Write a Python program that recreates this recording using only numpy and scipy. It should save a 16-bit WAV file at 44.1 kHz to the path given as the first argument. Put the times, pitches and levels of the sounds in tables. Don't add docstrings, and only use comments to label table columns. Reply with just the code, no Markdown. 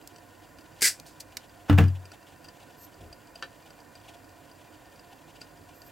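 import sys
import numpy as np
from scipy import signal
from scipy.fft import rfft, irfft, next_fast_len
from scipy.io import wavfile

SR = 44100
rng = np.random.default_rng(int(sys.argv[2]) if len(sys.argv) > 2 else 0)


def dump(signal):
    limited = np.clip(np.atleast_2d(signal).T, -1, 1)
    pcm = np.round(limited * 32767).astype(np.int16)
    wavfile.write(sys.argv[1], SR, pcm)


N = 260631
TIME = np.arange(N) / SR

# freq_hz, level_db
AIR_SPECTRUM = [(15, -61), (25, -36), (92, 5), (217, -6), (293, 2.5), (384, -7), (714, -2.5), (1260, -12.5),
                (1440, -5), (2220, -14), (2410, -19), (3920, -19.5), (4740, -16), (5430, -20.5),
                (16000, -23)]
# freq_hz, width_hz, level_db
AIR_RESONANCES = [(52.6, 6.4, -70.5), (96.5, 3.1, -68.5), (163.8, 9.2, -71.5), (326, 44, -67.5),
                  (556, 110, -65), (705, 18, -65), (987.5, 73, -63.5), (1453, 13, -72), (1812, 23, -71),
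                  (2410, 17, -74), (2690, 70, -75.5), (3180, 47, -97), (7240, 890, -73.5)]
# freq_hz, difference_db
AIR_LEFT_RIGHT = [(60, 8.5), (110, -5), (200, -7), (380, -11.5), (700, -4), (1290, 3), (2380, -3),
                  (4400, 0.5), (8120, -1), (15000, 0.5)]
# freq_hz, ratio_db
AIR_SIDE = [(60, -50), (150, -12.5), (700, -10), (1500, -6), (4500, -22.5), (8000, -5.5), (15000, -64)]
# freq_hz, rms_db
WHINE_TONES = [(13248, -82), (15622, -87)]
# start_s, level_db, rise_s, t60_s
BRUSH_STROKES = [(2.26, -54, 0.011, 0.19), (4.031, -63, 0.061, .6), (5.384, -49.5, 0.024, 0.078)]
# freq_hz, level_db
BRUSH_SPECTRUM = [(300, -26), (750, 12), (1300, -15), (3000, 4), (4800, -9), (6500, -8), (16000, -19.5)]
# start_s, level_db, rise_s, t60_s
PAINT_RUBS = [(2.766, -49.5, 0.083, 0.065), (5.737, -60.5, 0.0075, 0.66), (5.83, -56, 0.043, 0.13)]
# freq_hz, level_db
RUB_SPECTRUM = [(2000, -35), (5000, -11.5), (8500, -14), (11500, -29), (12300, 7.5), (13000, -26),
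                (14200, -5), (16000, -36)]
# start_s, level_db, rise_s, t60_s
BENCH_NUDGES = [(2.962, -45.5, 0.095, 0.32), (5.581, -55.5, 0.03, 0.47)]
# freq_hz, level_db
NUDGE_SPECTRUM = [(20, -6), (50, 9), (100, 9), (180, -9), (300, 1.5), (700, -15.5), (2000, -37)]
# start_s, level_db, rise_s, t60_s, treble_db, pan_db, lowest_pitch_hz
JAW_CONTACTS = [(.0740, -38, 0.00048, 0.015, 14, 0, 4000), (0.8247, -12, 0.00013, 0.0054, 12, 9, 2450),
                (0.9984, -36, 0.00042, 0.015, 3, 1, 3000), (1.063, -50, 0.00099, 0.28, 5, -1, 2500),
                (1.1991, -35, 0.0054, 0.048, 5.5, 1, 3800), (1.3697, -26, 0.000075, 0.02, 0.5, -2, 1310),
                (5.407, -61, 0.0056, 0.11, -25, 4, 3500)]
# freq_hz, level_db
JAW_SPECTRUM = [(300, -46), (1200, 0), (2300, 4.5), (3300, 2), (4700, 6.5), (6000, 2), (8700, 0),
                (11500, -10.5), (13000, -2), (16000, -16)]
# start_s, level_db, treble_db
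CLEAR_TICKS = [(0.16, -49, -20), (0.585, -52.5, -3), (1.882, -52, 3), (2.054, -48.5, -17),
               (2.117, -47, -17), (2.4431, -52.5, 1), (2.485, -48.5, -28), (3.127, -48, -17),
               (3.3552, -48, -9), (3.704, -53.5, -21), (3.953, -51.5, -17), (4.292, -58, -27),
               (4.994, -54, -19), (5.4145, -45, -15), (5.818, -50, -19)]
# freq_hz, level_db, t60_s
TICK_RESONANCES = [(688, -1.5, 0.036), (1468, -2.5, 0.087), (1800, -5.5, 0.033), (2737, -2.5, 0.028),
                   (3043, -6.5, 0.036), (4800, 3.5, 0.017), (5700, -5, 0.003), (7890, -8, 0.011)]
# start_s, level_db, rise_s, t60_s
CUT_CONTACTS = [(0.8087, -35, 0.00059, 0.22), (0.818, -17, 0.0034, 0.0056), (.826, -19, 0.00093, 0.21),
                (0.841, -19.5, 0.0016, 0.13), (.850, -16.5, .005, 0.15), (.866, -23, 0.013, 0.11)]
# freq_hz, level_db
CUT_SPECTRUM = [(100, -55), (280, -20), (450, -16), (650, -22), (1100, -22.5), (1650, 2.5), (2200, 0.5),
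                (2900, -6.5), (3800, -5), (4800, 5), (6400, -0.5), (8000, 3.5), (11000, -4), (16000, -14)]
# freq_hz, level_db, t60_s
PITCH_LINES = [(1986, -2, .17), (2275, -5, .15), (4420, -7, .17), (4620, -1, .17), (4780, -3, .16),
               (4875, -1, .17), (4960, 0, .17), (5725, -1, .17), (6025, -4, .15), (7020, -4, .16),
               (7590, -2, .17), (7905, -2, .17), (8070, -3, .17), (9135, -3, .17), (9636, -6, .15)]
# start_s, level_db
BLADES_MEET = (.843, -28)
# start_s, level_db
BENCH_RECOIL = (.8205, -36.5)
# start_s, level_db, rise_s, t60_s
HANDLE_GRAZES = [(1.68, -38.5, 0.013, 0.049), (1.776, -26.5, 0.005, 0.13)]
# start_s, clack_db, t60_s, clack_pitch_hz, treble_db, thump_db, upper_modes_db, bench_spot_0_to_1
LANDINGS = [(1.6966, -17, 0.013, 1400, -4.5, -8.5, 2, .26),
            (1.7277, -28.5, 0.0074, 1290, 5, -7.5, -16.5, .26),
            (1.7842, -14.5, 0.022, 1720, 0, -12, 6, .17), (1.8040, -33, 0.091, 1720, 1, -11.5, 3, 0.15),
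            (1.8366, -35.5, 0.03, 1640, 8, -19.5, -0.5, .24)]
# freq_hz, level_db
CLACK_SPECTRUM = [(40, -42), (150, -14), (500, -2), (800, -1.5), (1050, -5), (1350, -1), (1750, -4.5),
                  (2100, -8.5), (2800, -7.5), (4000, -19.5), (5000, -20.5), (7000, -24), (10000, -30),
                  (16000, -27)]
# freq_hz, level_db, t60_s, pan_db
BENCH_MODES = [(93, -1.5, 0.37, 3), (134.7, -6.5, 0.35, 6), (154.4, -3, 0.13, 1), (188, -5, 0.14, -2),
               (215.6, -4, 0.19, -1), (291, 0.5, 0.18, -3.5), (371.6, -9, 0.23, -3), (465.6, 2, 0.13, 1.5)]
# start_s, level_db, rise_s, t60_s
WHEEL_DROPS = [(3.425, -28.5, 0.00026, 0.013), (3.4294, -43, 0.00081, 0.11)]
# freq_hz, level_db, t60_s
WHEEL_MODES = [(541, -6, 0.19), (1177, -34, 0.077), (1390, -14, 0.11), (1520, -2.5, 0.041),
               (1780, -6, 0.034), (2360, -8, 0.035), (2740, -12.5, 0.017), (3130, -3, 0.0075),
               (3890, -6, 0.015), (4570, -8, 0.0099), (5850, -26, 0.045)]

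AIR_MID_DB = -57
HOLD_DB, SLIPS_PER_S, SLIP_SPREAD_DB = -67.5, 68, 7.5
FAINT_NOMINAL_PER_S, FAINT_DB, FAINT_SPREAD_DB = 3, -57, 4
FAINT_TREBLE_DB, FAINT_TREBLE_SPREAD_DB = -11, 13
HAND_PAN_DB = 0.5
JOLT_DB, JOLT_S = -25.5, 0.00087
CLACK_RING_DB, CLACK_RING_T60_S = -9.5, 0.0068
NODE_LOSS_DB = 10.5
ROOM_T60_S, ROOM_DB = 0.089, -16
LOW_CUT_HZ, CUTOFF_HZ = 43, 16000
LEFT_RIGHT_SHARE = np.array([[.5], [-.5]])


def from_db(db):
    return 10 ** (np.asarray(db) / 20)


def unit_energy(x):
    return x / np.sqrt(np.sum(x ** 2, axis=-1, keepdims=True))


def through(x, response):
    return signal.oaconvolve(np.atleast_2d(x), np.atleast_2d(response), axes=-1)[:, :N]


def panned(x, pan_db):
    return x * from_db(LEFT_RIGHT_SHARE * pan_db)


def radiated(x, corner_hz):
    return signal.sosfilt(signal.butter(2, corner_hz, "high", fs=SR, output="sos"), x)


def curve_gain(points, size, share=1):
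    hz, db = np.transpose(points)
    grid_hz = np.maximum(np.fft.rfftfreq(size, 1 / SR), 1)
    return from_db(share * np.interp(np.log(grid_hz), np.log(hz), db))


def coloured(x, spectrum, size=4096):
    cepstrum = irfft(np.log(curve_gain(spectrum, size)))
    cepstrum[1:size // 2] *= 2
    cepstrum[size // 2 + 1:] = 0
    response = irfft(np.exp(rfft(cepstrum)))
    return through(x, unit_energy(response))


def shaded(x, points, share=1):
    size = next_fast_len(N)
    return irfft(rfft(x, size) * curve_gain(points, size, share), size)[..., :N]


def dying(t, t60_s):
    return np.exp(-np.log(1000) * t / t60_s)


def mode(hz, t60_s):
    t = TIME[:int(2 * t60_s * SR) + 2]
    return np.sin(2 * np.pi * hz * t) * dying(t, t60_s)


def ringing(x, modes):
    waves = [from_db(db) * unit_energy(mode(hz, t60_s)) for hz, db, t60_s in modes]
    size = max(map(len, waves))
    return through(x, sum(np.pad(wave, (0, size - len(wave))) for wave in waves))


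def sum_of_modes(modes):
    out = np.zeros(N)
    for k, (hz, db, t60_s) in enumerate(modes):
        wave = mode(hz, t60_s)
        out[:len(wave)] += (-1) ** k * from_db(db) * wave
    return out


def impulse(start_s, db):
    return from_db(db) * (np.arange(N) == round(start_s * SR))


def contact(start_s, db, rise_s, t60_s, grain_db=2.5):
    start = int(start_s * SR)
    t = TIME[:min(N - start, int((rise_s + 1.5 * t60_s) * SR))]
    grain_rng = np.random.default_rng(rng.integers(1 << 30))
    grains, sizes = grain_rng.standard_normal((len(t), 2)).T
    grains = grains * from_db(grain_db * sizes)
    envelope = np.minimum(t / rise_s, 1) * dying(np.maximum(t - rise_s, 0), t60_s)
    out = np.zeros(N)
    out[start:start + len(t)] = grains / grains.std() * envelope
    return from_db(db) * out


def brightened(x, treble_db, corner_hz=7500):
    low = signal.lfilter(*signal.butter(1, corner_hz, fs=SR), x)
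    return low * from_db(-treble_db / 2) + (x - low) * from_db(treble_db / 2)


def room_tone():
    mid, side, draught = rng.standard_normal((3, N))
    spread = shaded(side, AIR_SIDE) * [[1], [-1]]
    air = from_db(AIR_MID_DB) * coloured(mid + spread, AIR_SPECTRUM)
    modes = [(hz, db, np.log(1000) / (np.pi * width_hz)) for hz, width_hz, db in AIR_RESONANCES]
    resonances = ringing(draught + spread, modes)
    whine = sum(np.sqrt(2) * from_db(db) * np.sin(2 * np.pi * hz * TIME) for hz, db in WHINE_TONES)
    return shaded(air + resonances, AIR_LEFT_RIGHT, LEFT_RIGHT_SHARE) + whine


def stick_slip(count=1000):
    grip = np.clip(rng.standard_normal(count), -2, 2)
    return from_db(SLIP_SPREAD_DB * np.interp(TIME * SLIPS_PER_S, np.arange(count), grip))


def brushes():
    hold = from_db(HOLD_DB) * rng.standard_normal(N)
    friction = hold + sum(contact(*row) for row in BRUSH_STROKES)
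    return panned(coloured(friction * stick_slip(), BRUSH_SPECTRUM), HAND_PAN_DB)


def fingers(per_s=50, fidget_db=-50, spread_db=3):
    rubs = coloured(sum(contact(*row) for row in PAINT_RUBS), RUB_SPECTRUM)
    nudges = coloured(sum(contact(*row) for row in BENCH_NUDGES), NUDGE_SPECTRUM)
    strength_db = fidget_db + spread_db * np.clip(rng.standard_normal(N), -2, 2)
    fidgets = (rng.random(N) < per_s / SR) * from_db(strength_db)
    return panned(rubs + nudges + ringing(fidgets, TICK_RESONANCES), HAND_PAN_DB)


def jaws():
    touches = 0
    for start_s, db, rise_s, t60_s, treble_db, pan_db, lowest_hz in JAW_CONTACTS:
        touch = brightened(contact(start_s, db, rise_s, t60_s), treble_db)
        touches = touches + panned(radiated(touch, lowest_hz), pan_db)
    return coloured(touches, JAW_SPECTRUM)


def faint_ticks(count=40):
    gap, strength, hardness = rng.uniform(-0.84, 1, (count, 3)).T
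    start_s = np.cumsum(1 + 0.62 * gap) / FAINT_NOMINAL_PER_S
    level_db = FAINT_DB + FAINT_SPREAD_DB * strength
    treble_db = FAINT_TREBLE_DB + FAINT_TREBLE_SPREAD_DB * hardness
    rows = np.transpose([start_s, level_db, treble_db])
    return list(rows[start_s < TIME[-SR // 20]])


def ticks(t60_s=0.027):
    rows = list(CLEAR_TICKS) + faint_ticks()
    touches = sum(contact(start_s, db, 0.00054, t60_s) for start_s, db, _ in rows)
    edges = sum(contact(start_s, db + treble_db, .0005, t60_s) for start_s, db, treble_db in rows)
    return panned(ringing(touches, TICK_RESONANCES) + radiated(edges, corner_hz=7000), HAND_PAN_DB)


def cut(shiver_hz=290):
    chatter = sum(contact(*row, grain_db=3.0) for row in CUT_CONTACTS)
    pitches = through(impulse(*BLADES_MEET), sum_of_modes(PITCH_LINES))
    shiver = through(impulse(*BENCH_RECOIL), sum_of_modes([row[:3] for row in BENCH_MODES]))
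    jolt = through(impulse(BENCH_RECOIL[0], JOLT_DB), np.hanning(int(JOLT_S * SR) + 3))
    return coloured(chatter, CUT_SPECTRUM) + pitches + jolt + radiated(shiver, shiver_hz)


def knocks(rattle_db=-14, rattle_t60_s=0.21, lowest_hz=330, dull_hz=3000):
    out = coloured(sum(contact(*row) for row in HANDLE_GRAZES), CLACK_SPECTRUM)
    for start_s, db, t60_s, hz, treble_db, *_ in LANDINGS:
        clack = contact(start_s, db, 0.0017, t60_s)
        rattle = contact(start_s, db + rattle_db, 0.0027, rattle_t60_s)
        hit = brightened(clack + rattle, treble_db, dull_hz)
        ring = ringing(hit, [(hz, CLACK_RING_DB, CLACK_RING_T60_S)])
        out = out + coloured(hit, CLACK_SPECTRUM) + ring
    return radiated(out, lowest_hz)


def bench(push_s=0.0031, flex_hz=66, upper_hz=150):
    boom = 0
    for k, (hz, db, t60_s, pan_db) in enumerate(BENCH_MODES):
        blows = 0
        for start_s, *_, thump_db, upper_db, spot in LANDINGS:
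            node_db = NODE_LOSS_DB * np.cos((k + 1) * np.pi * spot) ** 2
            blows = blows + impulse(start_s, thump_db + (k > 0) * (upper_db - node_db))
        blows = radiated(blows, upper_hz if k else flex_hz)
        boom = boom + panned(through(blows, from_db(db) * mode(hz, t60_s)), pan_db)
    push = np.hanning(int(push_s * SR) + 3)
    return through(boom, push / push.sum())


def wheel(click_db=-8, lowest_hz=380):
    touch = sum(contact(*row) for row in WHEEL_DROPS)
    click = from_db(click_db) * coloured(touch, CLACK_SPECTRUM)
    return panned(radiated(ringing(touch, WHEEL_MODES) + click, lowest_hz), HAND_PAN_DB)


def room(x, wall_hz=7000):
    t = TIME[:SR // 2]
    tail = rng.standard_normal((2, len(t))) * dying(t, ROOM_T60_S) * (t > .002)
    tail = signal.lfilter(*signal.butter(1, wall_hz, fs=SR), tail)
    return from_db(ROOM_DB) * through(x, unit_energy(tail))


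def scene():
    work = brushes() + fingers() + jaws() + ticks() + cut() + knocks() + wheel()
    return work + room(work) + bench() + room_tone()


def record(dry, top=0.63):
    rounded = top * np.tanh(radiated(dry, LOW_CUT_HZ) / top)
    return signal.sosfilt(signal.ellip(12, .1, 80, CUTOFF_HZ, fs=SR, output="sos"), rounded)


dry = scene()
out = record(dry)
dump(out)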